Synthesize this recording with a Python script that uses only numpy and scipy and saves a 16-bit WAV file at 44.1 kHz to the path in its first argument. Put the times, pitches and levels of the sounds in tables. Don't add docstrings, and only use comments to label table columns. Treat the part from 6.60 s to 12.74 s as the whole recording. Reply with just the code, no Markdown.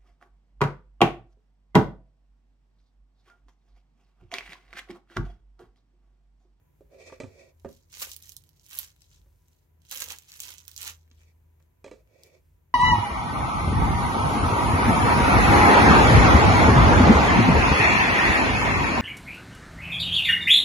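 import sys
import numpy as np
from scipy import signal
from scipy.fft import rfft, irfft, next_fast_len
from scipy.io import wavfile
from scipy.ndimage import map_coordinates

SR = 44100
rng = np.random.default_rng(int(sys.argv[2]) if len(sys.argv) > 2 else 0)


def generate_wav(sig):
    pcm = np.round(np.clip(np.atleast_2d(sig).T, -1, 1) * 32767).astype(np.int16)
    wavfile.write(sys.argv[1], SR, pcm)


def decibels_to_gain(level_db):
    exponent = np.asarray(level_db, float) / 20
    return 10 ** exponent


N = 270774
TIME = np.arange(N) / SR

# time in seconds, level in dB before a random waver.
HUM_LEVEL = [(0.0, -83), (0.08, -68.5), (0.31, -76), (0.46, -62), (0.6, -68), (0.65, -57), (0.84, -75.5),
             (1.08, -55), (1.13, -70.5), (1.55, -61.5), (2.02, -78), (2.19, -66), (2.53, -80), (2.62, -64),
             (2.7, -78.5), (3.2, -62), (3.37, -76.5), (3.5, -57), (3.61, -75), (4.34, -56), (5.11, -63.5),
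             (5.16, -78), (5.27, -62.5), (5.45, -76.5), (6.05, -65.5), (6.14, -69)]
# frequency in Hz, relative density in dB per Hz.
RUMBLE_COLOUR = [(25, -40), (52, -27.5), (88, -3.5), (124, -11.5), (161, -7), (175, -23), (190, -30),
                 (250, -62), (420, -120)]
# frequency in Hz, relative density in dB per Hz.
WAVER_COLOUR = [(20, -37.5), (38, -18.5), (47, -5.5), (52, 3), (60, -5.5), (75, -6.5), (90, -44),
                (300, -48.5)]
# frequency in Hz, relative density in dB per Hz.
WHINE_COLOUR = [(900, -41), (985, 1.0), (1070, -47.0)]
# frequency in Hz, relative density in dB per Hz.
ROOM_COLOUR = [(100, -23), (170, -8), (206, -5.5), (348, -4.5), (736, -13), (973, -12), (1120, -18),
               (2290, -19.5), (3360, -27), (4520, -33.5), (5900, -32.5), (6700, -23.5), (7360, -38),
               (11000, -38.5), (14300, -59), (22000, -120)]
# frequency in Hz, relative density in dB per Hz.
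MIC_HISS_COLOUR = [(3000, -33), (8000, -18.5), (11300, -4.5), (12500, 3), (15200, -4.5), (16000, -4)]
# frequency in Hz, correlation from -1 to 1.
ROOM_LIKENESS = [(60, 0.75), (180, 0.59), (550, -0.2), (1650, 0.11), (4970, -0.62), (15000, 1)]
# frequency in Hz, time to fall 60 dB in seconds.
KITCHEN_DECAY = [(200, 0.33), (2000, 0.15), (6000, 0.099), (14000, 0.11)]

# time in seconds, nominal level in dB, then the relative
# strength in dB of thump, knock and sharpness.
KNOCKS = [(0.207, -43.5, -14, -24, -31), (0.342, -45.5, -22, -28, -19), (0.414, -49.5, -16.5, -19, 0),
          (0.497, -49, -16, 2.5, -9), (0.522, -33.5, -21, -5, -33), (0.6, -23.5, -19, -15, -12),
          (0.617, -47.5, -19, 6, -11), (0.633, -43, 3, -13, -4), (0.639, -35, 0.5, -9, -29),
          (1.046, -29.5, -13.5, -9.5, -34), (1.057, -31, -4, -17, -45.5), (1.086, -42.5, -9, -13, -33),
          (2.659, -61, -9.5, -7, -19), (4.511, -65, 2.5, -0.5, 2), (5.001, -62.5, -17, -0.5, -8),
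          (5.242, -31.5, -21.5, -9.5, -10), (5.261, -36, -14.5, -13.5, -13.5), (5.278, -41.5, -15, -5, -9),
          (5.312, -32.5, -23, -12.5, -14), (5.335, -45.5, -13, -10, -16)]
# centre frequency in Hz, base level in dB, 60 dB decay in seconds.
TRAY_MODES = [(96, 1.5, 0.22), (152, 6, 0.051), (233, 4.5, 0.075), (289, 2.5, 0.056), (365, -4.5, 0.09),
              (415.2, -1.5, .09), (536.7, 0, 0.12), (626, -5, 0.074), (717, -19, 0.11), (916, -4.5, 0.027),
              (1183, -14, 0.081), (1395, -25.5, 0.055), (1626, -23, 0.069), (1770, -19.5, 0.059),
              (1894, -14.5, 0.087), (2362, -0.5, 0.029), (2470, -24, 0.24), (2670, -13, 0.062),
              (3130, -21.5, 0.15), (3520, -28, 0.21), (4080, -25.5, 0.16)]
RATTLE_DB, RATTLE_GROWS = -9.5, 0.59
# start in seconds, end in seconds, rasp at full speed in dB,
# scrape relative to rasp in dB.
SLIDES = [(0.287, .47, -70, 14), (0.361, 0.605, -56.5, 1.5), (0.638, 0.705, -71, 14),
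          (0.677, 0.934, -63.5, 6), (4.567, 4.744, -72.5, -4), (5.33, 5.431, -77.5, 10),
          (5.453, 5.62, -74.5, 9.5), (5.513, 5.819, -65.5, 5)]
# frequency in Hz, width in Hz, relative level in dB.
SCRAPE_RESONANCES = [(228, 47, -18), (367, 33, -4.5), (437, 33, -3), (531, 48, -0.5), (675, 79, -9.5),
                     (900, 340, -24.5)]
# frequency in Hz, width in Hz and relative
# level in dB for a single pass.
RASP_RESONANCES = [(1930, 170, -4), (2295, 150, 0), (2560, 260, -3.5)]
# frequency in Hz, relative level in dB.
SLIDE_HISS_COLOUR = [(1000, -7), (2800, -13), (3500, 3), (4000, -2), (4350, 3), (4800, 0.5), (5600, 2),
                     (6900, 0), (10600, -15), (16000, -29.5)]
SPEED_GROWS, SLIDE_HISS_DB = 1.15, -3

# time of most force in seconds, nominal crackle level in dB, rise in
# seconds per 20 dB, fall in seconds per 20 dB, fullness of the fold in dB.
GRIPS = [(1.125, -63, .13, 0.16, -16), (1.347, -50, 0.05, .1, -2), (1.418, -39, 0.0474, 0.1016, 1),
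         (1.49, -54, 0.09, 0.03, -6), (1.53, -48, 0.07, 0.0433, -13.5), (1.69, -56, 0.2, .08, -11),
         (1.6, -62, 0.1, 0.19, 0), (1.8, -71, 0.13, 0.4, -10), (2.04, -64, 0.11, 0.22, -10),
         (2.125, -47, 0.0624, 0.1652, 0), (2.19, -42, .06, 0.06, -2), (2.235, -49, 0.08, 0.0661, -4),
         (2.42, -70, 0.17, .2, -5.5), (2.535, -66, 0.13, .13, -7.5), (2.96, -73, 0.28, .13, -8),
         (3.32, -45, 0.04, 0.31, 0), (3.37, -43, 0.075, 0.1028, 1.5), (3.416, -40, .05, .06, 1.5),
         (3.518, -46, 0.0847, 0.0564, 7), (3.6, -62, 0, 0.01, -3), (3.74, -52, 0.09, 0.1935, -4),
         (3.815, -46, 0.0475, 0.2052, -6), (3.87, -49, 0.0871, 0.1575, 5.5), (4.0, -63, 0.05, .12, 8),
         (4.09, -60, 0.03, 0.1, -6), (4.175, -59, 0.08, 0.12, -10), (4.232, -45.5, 0.06, 0.1047, 2),
         (4.284, -43, 0.0724, 0.0568, 4), (4.36, -74, 0.1, .2, -13), (4.52, -76, 0.04, 0.15, 8),
         (4.633, -67, .15, 0.03, 9), (5.02, -79, 0.04, 0.06, 12), (5.67, -68, .08, 0.03, 0.5)]
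FULL_GROWS, HARD_GRIP_DB = 0.3, -44.5
# time in seconds, left over right in dB, relative brightness
# in dB as the hands let treble through.
BAG_SIDE = [(0.9, -1, -3), (1.345, -3.5, -8), (1.42, -1, 5), (1.55, -2.5, -6), (1.7, -4, 1.5),
            (2.0, -6, -6), (2.19, -2, 7), (2.4, -0.5, -10), (2.6, 0, -11), (3.2, -6, -4.5), (3.33, -4, 0.5),
            (3.5, -3, -3), (3.75, -2, -5), (3.82, -3.5, -1.5), (4.0, -6, -6), (4.3, -3.5, -1.5),
            (4.52, 2.5, -12.5), (5.0, 2, -2.5), (5.7, 3.5, 9)]
# time in seconds, nominal peak in dB, lows and
# highs relative to the peak in dB, left over right in dB.
CLEAR_CREASES = [(0.9971, -54, -21.5, -20, -7.5), (1.0907, -46.5, -23, -16, 1),
                 (1.1263, -47.5, -28, -15, -4.0), (1.3319, -38.5, -16, -15, -5),
                 (1.3487, -34, -25.5, -17, -2.5), (1.3798, -34, -19, -4.5, -3.5),
                 (1.398, -25, -27, -12, -4.0), (1.4054, -28, -21.5, -11, -3), (1.418, -26, -22, -12, -1.0),
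                 (1.4224, -26, -21, -10, -0.5), (1.4282, -22, -28, -14.5, -1.0),
                 (1.4477, -27, -20, -17, -2.0), (1.452, -31, -23, -14, -1.0), (1.5153, -23, -37, -16.5, -2),
                 (1.5329, -29, -34, -13, -4), (1.5634, -25.5, -28, -15, -9),
                 (1.6234, -35, -34, -15.5, -1.0), (1.6561, -41, -36, -16, -6.5),
                 (1.6646, -38, -30, -19, -3.0), (1.6797, -41, -26, -6.5, -7.5),
                 (1.6921, -30.5, -33, -16, -10), (1.7191, -32.5, -30.5, -18.5, -9.5),
                 (1.7404, -43, -20, -3, -5.0), (1.7651, -27.5, -48, -19, -8.5),
                 (1.8375, -46.5, -32, -17.5, -11), (1.8637, -57, -25, -6, -5),
                 (1.8901, -45, -38, -13.5, -12), (1.9954, -48.5, -38, -26, -5),
                 (2.063, -39.5, -21.5, -14.5, -5), (2.0924, -41, -24.5, -8, -4.0),
                 (2.11, -34, -22, -14, -3.0), (2.1367, -33, -24, -10, -3.0), (2.155, -30, -20.5, 5, -1.5),
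                 (2.1873, -15, -36, -9.5, -11.0), (2.1899, -22, -30.5, -6, 0),
                 (2.2296, -31, -20.5, -13.5, 3), (2.362, -52.5, -12, -19, -0.5),
                 (2.406, -49.5, -20, -18, 1.0), (2.4183, -43, -26, -24.5, 6.5),
                 (2.5133, -50, -15, -22, 0.0), (2.5336, -53, -21, -21.5, -1), (2.615, -54, -10, -21.5, -2),
                 (2.7584, -60, -15.5, -13.5, -0.5), (2.8818, -52.5, -20, -20, 2), (2.93, -57, -20, -19, -2),
                 (3.2176, -54.5, -25, -23, -6.0), (3.25, -48, -13.5, -16, -5.5),
                 (3.3119, -20, -29, -15.5, -5.5), (3.3342, -30.5, -18, -15, -4.0),
                 (3.3597, -27.5, -21, -12.5, -3.0), (3.3644, -25, -22.5, -12.5, -4.0),
                 (3.3728, -22, -31.5, -18, -1.5), (3.3814, -26.5, -22, -14.5, -4.0),
                 (3.4022, -21, -24, -17, -7.5), (3.4064, -21.5, -19, -15, -3.0),
                 (3.4197, -16, -20.5, -17, -5.0), (3.4401, -21, -27, -17, -5.5),
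                 (3.4594, -31, -14, -13, -4), (3.4855, -25.5, -21, -17, -6.5),
                 (3.5034, -22, -23, -25, -6.5), (3.5127, -30.5, -15, -12, -5),
                 (3.5215, -23.5, -28, -16, -2.5), (3.5607, -34.5, -28, -17, -2.0),
                 (3.5848, -30.5, -33, -19.5, -6), (3.6202, -48, -27, -15, -1), (3.6338, -46, -31, -17, -1),
                 (3.6825, -44.5, -23.5, -16, -2.0), (3.7179, -32.5, -27.5, -25, 1.0),
                 (3.7264, -37.5, -18.5, -18, 1.0), (3.7378, -37.5, -22, -17, -1.0),
                 (3.7702, -33, -18.5, -7, -1.5), (3.8018, -19, -33.5, -18, -3.0),
                 (3.8074, -29, -26, -13, -2), (3.8194, -29, -25, -17.5, -0.5),
                 (3.8364, -30.5, -20, -17, -4.5), (3.8528, -32, -19, -19, -5.5),
                 (3.894, -35, -25, -10, -9.0), (3.904, -29.5, -19.5, -14, -7.5),
                 (3.918, -34, -20, -16, -5.5), (3.9378, -36, -21, -21, -7.0), (3.9814, -33, -31, -26, -8),
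                 (4.0015, -39.5, -25, -21, -6.5), (4.051, -43.5, -20, -19, -8),
                 (4.0617, -44.5, -13, 3, -4.5), (4.079, -25, -23, -14, -9.5),
                 (4.114, -31.5, -40, -15.5, -5), (4.137, -42.5, -18, -7, -9),
                 (4.1627, -26, -29.5, -21, -11), (4.1766, -25, -32, -22.5, -7.0),
                 (4.205, -36, -22, -2, -6.5), (4.2133, -25.5, -26, -12, -8.0),
                 (4.2174, -25.5, -27, -19, -2), (4.2284, -23.5, -24, -15.5, -7),
                 (4.2482, -28, -21, -15, -4), (4.262, -27, -17, -11, -5.0), (4.2758, -22.5, -22, -15, -1.0),
                 (4.2964, -29, -20, -20, -2.5), (4.3044, -33, -22, -12, -1.5), (4.4767, -58, -3, -11, -0.5),
                 (4.5129, -47.5, -12, -38, -0.5), (4.6153, -55, -1, -19.5, 2.0),
                 (4.9294, -71.5, -1, -8, 0.5), (4.999, -62.5, -6, -12.5, 2), (5.0243, -57, -15, -19, 4),
                 (5.4735, -60.5, -5, -23.5, 8), (5.6337, -33.5, -33, -22, 0)]
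RANDOM_OVER_DB, RANDOM_SPREAD_DB, RANDOM_CROWD = 11, 3.5, .33
RANDOM_LOWS_DB, RANDOM_HIGHS_DB, SNAP_MIDS_DB = -21, -17.5, -18
# frequency in Hz, relative level in dB.
FILM_COLOUR = [(120, -49), (200, -8.5), (365, -14), (526, -8.5), (680, -15.5), (944, -7), (1520, -5),
               (3210, 2), (3510, -1), (3920, 1.5), (4790, -1.5), (6300, 3), (9250, -6), (12400, -2.5),
               (15700, -7.5)]
# frequency in Hz, left over right in dB.
BODY_SHADE = [(1500, -2.5), (4500, 1), (8000, 1), (13000, -2)]
TOP_HZ = 15850


def unit(x):
    return x / np.sqrt(np.mean(x ** 2) + 1e-20)


def along(points, hz):
    f, value = np.transpose(points)
    return np.interp(np.log(hz + 1), np.log(f + 1), value)


def curves(rows, at=TIME):
    s, *columns = np.transpose(rows)
    return [np.interp(at, s, column) for column in columns]


def wobble(rate):
    knots = rng.standard_normal(int(N * rate / SR) + 4)
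    return map_coordinates(knots, [TIME * rate])


def filtered(x, response):
    m = next_fast_len(N + SR // 2)
    hz = np.fft.rfftfreq(m, 1 / SR)
    return irfft(rfft(x, m) * response(hz), m)[..., :N]


def colour(points):
    return lambda f: decibels_to_gain(along(points, f))


def resonant(peaks):
    def response(f):
        total = 0
        for k, (centre, width, db) in enumerate(peaks):
            damping = 1j * f * width
            total = total + (-1) ** k * decibels_to_gain(db) * damping / (centre * centre - f * f + damping)
        return total
    return response


def placed(waves, s, pan_db, lag):
    start = np.round(s * SR).astype(int)[:, None] + np.arange(waves.shape[1])
    late = np.round(lag).astype(int)[:, None]
    to_left = waves * decibels_to_gain(pan_db / 2)[:, None]
    to_right = waves * decibels_to_gain(-pan_db / 2)[:, None]
    left = np.bincount((start + late).ravel(), to_left.ravel(), N + SR)
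    right = np.bincount(start.ravel(), to_right.ravel(), N + SR)
    return np.array([left[:N], right[:N]])


def pair(spectrum, likeness):
    def mid_side(hz):
        angle = np.arccos(np.clip(along(likeness, hz), -1, 1)) / 2
        return decibels_to_gain(along(spectrum, hz)) * [np.cos(angle), np.sin(angle)]
    mid, side = filtered(rng.standard_normal((2, N)), mid_side)
    return unit(np.array([mid + side, mid - side]))


def room_tone():
    air = decibels_to_gain(-75 + .6 * wobble(1.4)) * pair(ROOM_COLOUR, ROOM_LIKENESS)
    return air + decibels_to_gain(-83.0) * pair(MIC_HISS_COLOUR, ROOM_LIKENESS)


def whine():
    return decibels_to_gain(-92 + 2.5 * wobble(21)) * pair(WHINE_COLOUR, [(985, .6)])


def appliance():
    hum_db, = curves(HUM_LEVEL)
    turns = np.cumsum(81.5 + 1.186 * wobble(6)) / SR
    hum = np.sqrt(2) * decibels_to_gain(hum_db + wobble(6.5)) * np.sin(2 * np.pi * turns)
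    waver = decibels_to_gain(-68 + 2.2 * wobble(4.96)) * pair(WAVER_COLOUR, [(50, 0.91)])
    rumble = decibels_to_gain(-69 + 1.5 * wobble(5)) * pair(RUMBLE_COLOUR, [(100, 0.88)])
    return hum * decibels_to_gain([[.4], [-.4]]) + waver + rumble


def kitchen(x, delay=70, count=24):
    noise = rng.standard_normal((count, 2, SR // 3))
    hz, t, z = signal.stft(noise, SR, nperseg=128)
    decay = decibels_to_gain(-60 * t / along(KITCHEN_DECAY, hz)[:, None])
    tails = signal.istft(z * decay, SR, nperseg=128)[1]
    age = np.arange(tails.shape[-1]) / SR
    tails = tails * (1 + 0.5 * decibels_to_gain(-60 * age / 0.025))
    tails = tails / np.linalg.norm(tails, axis=-1, keepdims=True)
    out, step = np.zeros((2, N + SR)), N // count + 1
    for k, tail in enumerate(tails):
        answer = signal.fftconvolve(x[:, k * step:(k + 1) * step], tail, axes=1)
        out[:, k * step + delay:][:, :answer.shape[1]] += answer
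    return out[:, :N]


def slide():
    grit = rng.standard_normal((2, 2, N)) * decibels_to_gain(2.4 * wobble(40) + 1.14 * wobble(180))
    low_grit, high_grit = grit
    scrape = unit(filtered(low_grit[0] + 1.2 * low_grit, resonant(SCRAPE_RESONANCES)))
    scrape = scrape * decibels_to_gain([[-5], [4]])
    rasp = unit(filtered(high_grit, lambda f: resonant(RASP_RESONANCES)(f) ** 2))
    hiss = unit(filtered(high_grit, colour(SLIDE_HISS_COLOUR)))
    scrape_power, rasp_power = np.zeros((2, N))
    for start, end, rasp_db, scrape_db in SLIDES:
        speed = np.sin(np.pi * np.clip((TIME - start) / (end - start), 0, 1))
        scrape_power += decibels_to_gain(2 * (rasp_db + scrape_db)) * speed ** 2
        rasp_power += decibels_to_gain(2 * rasp_db) * np.abs(speed) ** (2 * SPEED_GROWS)
    return np.sqrt(scrape_power) * scrape + np.sqrt(rasp_power) * (rasp + decibels_to_gain(SLIDE_HISS_DB) * hiss)


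def chatter_band(noise, order, low_hz, high_hz):
    sos = signal.butter(order, [low_hz, high_hz], btype="band", fs=SR, output="sos")
    return signal.sosfilt(sos, noise)


def knocks():
    s, db, thump, knock, sharp = np.transpose(KNOCKS)
    rattle_db = RATTLE_DB + RATTLE_GROWS * sharp
    hz, level, t60 = np.transpose(TRAY_MODES)
    t = np.arange(SR // 4) / SR
    weight = np.array([along([(150, 2 * a - 1), (240, a + 4), (340, 0.0053), (700, 0), (950, b + 12),
                              (1760, b + 13), (1950, c + 10), (3300, c + 10), (4200, d + 16)], hz)
                       for a, b, c, d in zip(thump, knock, sharp, rattle_db)])
    chance = rng.standard_normal((len(s), 3, len(hz)))
    detuned = hz * (1 + 0.0299 * chance[:, 0])
    phase = 2 * np.pi * detuned[..., None] * t + 1.07 * chance[:, 1, :, None]
    fade = decibels_to_gain(-60 * t / t60[:, None]) * (1 - np.exp(-t / 0.00065))
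    strength = decibels_to_gain(level + weight + 2 * chance[:, 2])
    body = np.sum(strength[..., None] * fade * np.sin(phase), axis=1)
    chatter_fade = decibels_to_gain(-60 * t / 0.015) + 0.39 * decibels_to_gain(-60 * t / 0.25)
    chatter = rng.standard_normal((2, len(s), len(t))) * chatter_fade
    dull = chatter_band(chatter[0], 2, 800, 2200) * decibels_to_gain(knock[:, None] + 5)
    crisp = chatter_band(chatter[1], 3, 3300, 8000) * decibels_to_gain(rattle_db[:, None] + 8.0)
    contacts = (body + dull + crisp) * decibels_to_gain(db - 8.5)[:, None]
    return placed(contacts, s + 0.00106, np.full(len(s), -4), np.zeros(len(s)))


def grip(at):
    s, db, rise, fall, full = np.transpose(GRIPS)[..., None]
    power = decibels_to_gain(2 * (db + 20 * np.minimum((at - s) / rise, (s - at) / fall))) + 1e-30
    force_db = 10 * np.log10(power.sum(0))
    mean_full = (power * full).sum(0) / power.sum(0)
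    return force_db, mean_full + FULL_GROWS * np.maximum(force_db - HARD_GRIP_DB, -40)


def crackle(count=38000, cycles=1.423, spread_db=5.5, clump=.5, lag=9):
    busy = np.cumsum(np.exp(clump * (wobble(30) + wobble(90) + wobble(250))))
    u = rng.random((count, 4))
    s = np.interp(u[:, 0], busy / busy[-1], TIME)
    hz = 250 + 15750 * u[:, 1] ** 1.497
    (db, full), (pan, bright) = grip(s), curves(BAG_SIDE, s)
    octave = np.log2(hz / 5000)
    treble = np.clip(octave - .4, 0, .7) * 0.91 * (bright + 1)
    lows = np.clip(-octave / 2.3, 0, 1.05) * (full + 6)
    size = decibels_to_gain(spread_db * rng.standard_normal(count) + treble + lows) * (hz / 5000) ** 0.75
    t = np.arange(128) / SR
    turns = hz[:, None] * t
    envelope = turns * np.exp(-turns / cycles * 2) * np.cos(np.pi / 2 * t / t[-1])
    rings = np.sin(2 * np.pi * turns) * envelope
    level = size * decibels_to_gain(db + 11.5)
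    return placed(rings * level[:, None], s, pan + 8 * (u[:, 2] - .5), lag + 8 * (u[:, 3] - .5))


def random_creases(count=380):
    grid = TIME[::64]
    busy = np.cumsum(decibels_to_gain(RANDOM_CROWD * grip(grid)[0]))
    s = np.interp((np.arange(count) + rng.random(count)) / count, busy / busy[-1], grid)
    (force_db, full), (pan, bright) = grip(s), curves(BAG_SIDE, s)
    chance = rng.standard_normal((count, 4))
    peak = force_db + RANDOM_OVER_DB + RANDOM_SPREAD_DB * chance[:, 0]
    lows = RANDOM_LOWS_DB + full + 6 * chance[:, 1]
    highs = RANDOM_HIGHS_DB + bright + 6 * chance[:, 2]
    return np.transpose([s, peak, lows, highs, pan - 3 + 5 * chance[:, 3]])


def snaps(rise=0.00022, fall=0.0004, lag=8, size=512):
    s, db, lows, highs, pan = np.vstack([CLEAR_CREASES, random_creases()]).T
    t = (np.arange(size) - 128) / SR
    burst = rfft(rng.standard_normal((len(s), size)) * np.exp(np.minimum(t / rise, -t / fall)))
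    hz = np.fft.rfftfreq(size, 1 / SR)
    mids = SNAP_MIDS_DB
    bands = [along([(400, a - 7), (1800, a), (3300, mids + .25 * (a - RANDOM_LOWS_DB)), (5500, mids),
                    (7500, mids), (11000, c), (15000, c + 2)], hz) for a, c in zip(lows, highs)]
    even = np.abs(burst) ** -.3
    burst = irfft(burst * even * decibels_to_gain(bands + along(FILM_COLOUR, hz)))
    burst = burst / np.abs(burst).max(axis=1, keepdims=True) * decibels_to_gain(db + 2)[:, None]
    return placed(burst, s - 70 / SR, pan, lag + rng.uniform(-3, 3, len(s)))


def piping_bag():
    bag = snaps() + filtered(crackle(), colour(FILM_COLOUR))
    return filtered(bag, lambda f: decibels_to_gain(along(BODY_SHADE, f) / 2 * [[1], [-1]]))


def scene():
    bag = piping_bag()
    tray = knocks() + slide()
    bed = appliance() + whine() + room_tone()
    return bag + tray + decibels_to_gain(-5.5) * kitchen(bag) + decibels_to_gain(-10) * kitchen(tray) + bed


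def band_limit(x):
    return signal.sosfilt(signal.butter(12, 16820, fs=SR, output="sos"), x)


def record(dry):
    mix = filtered(dry, lambda f: f < TOP_HZ)
    return band_limit(mix)


dry = scene()
out = record(dry)
generate_wav(out)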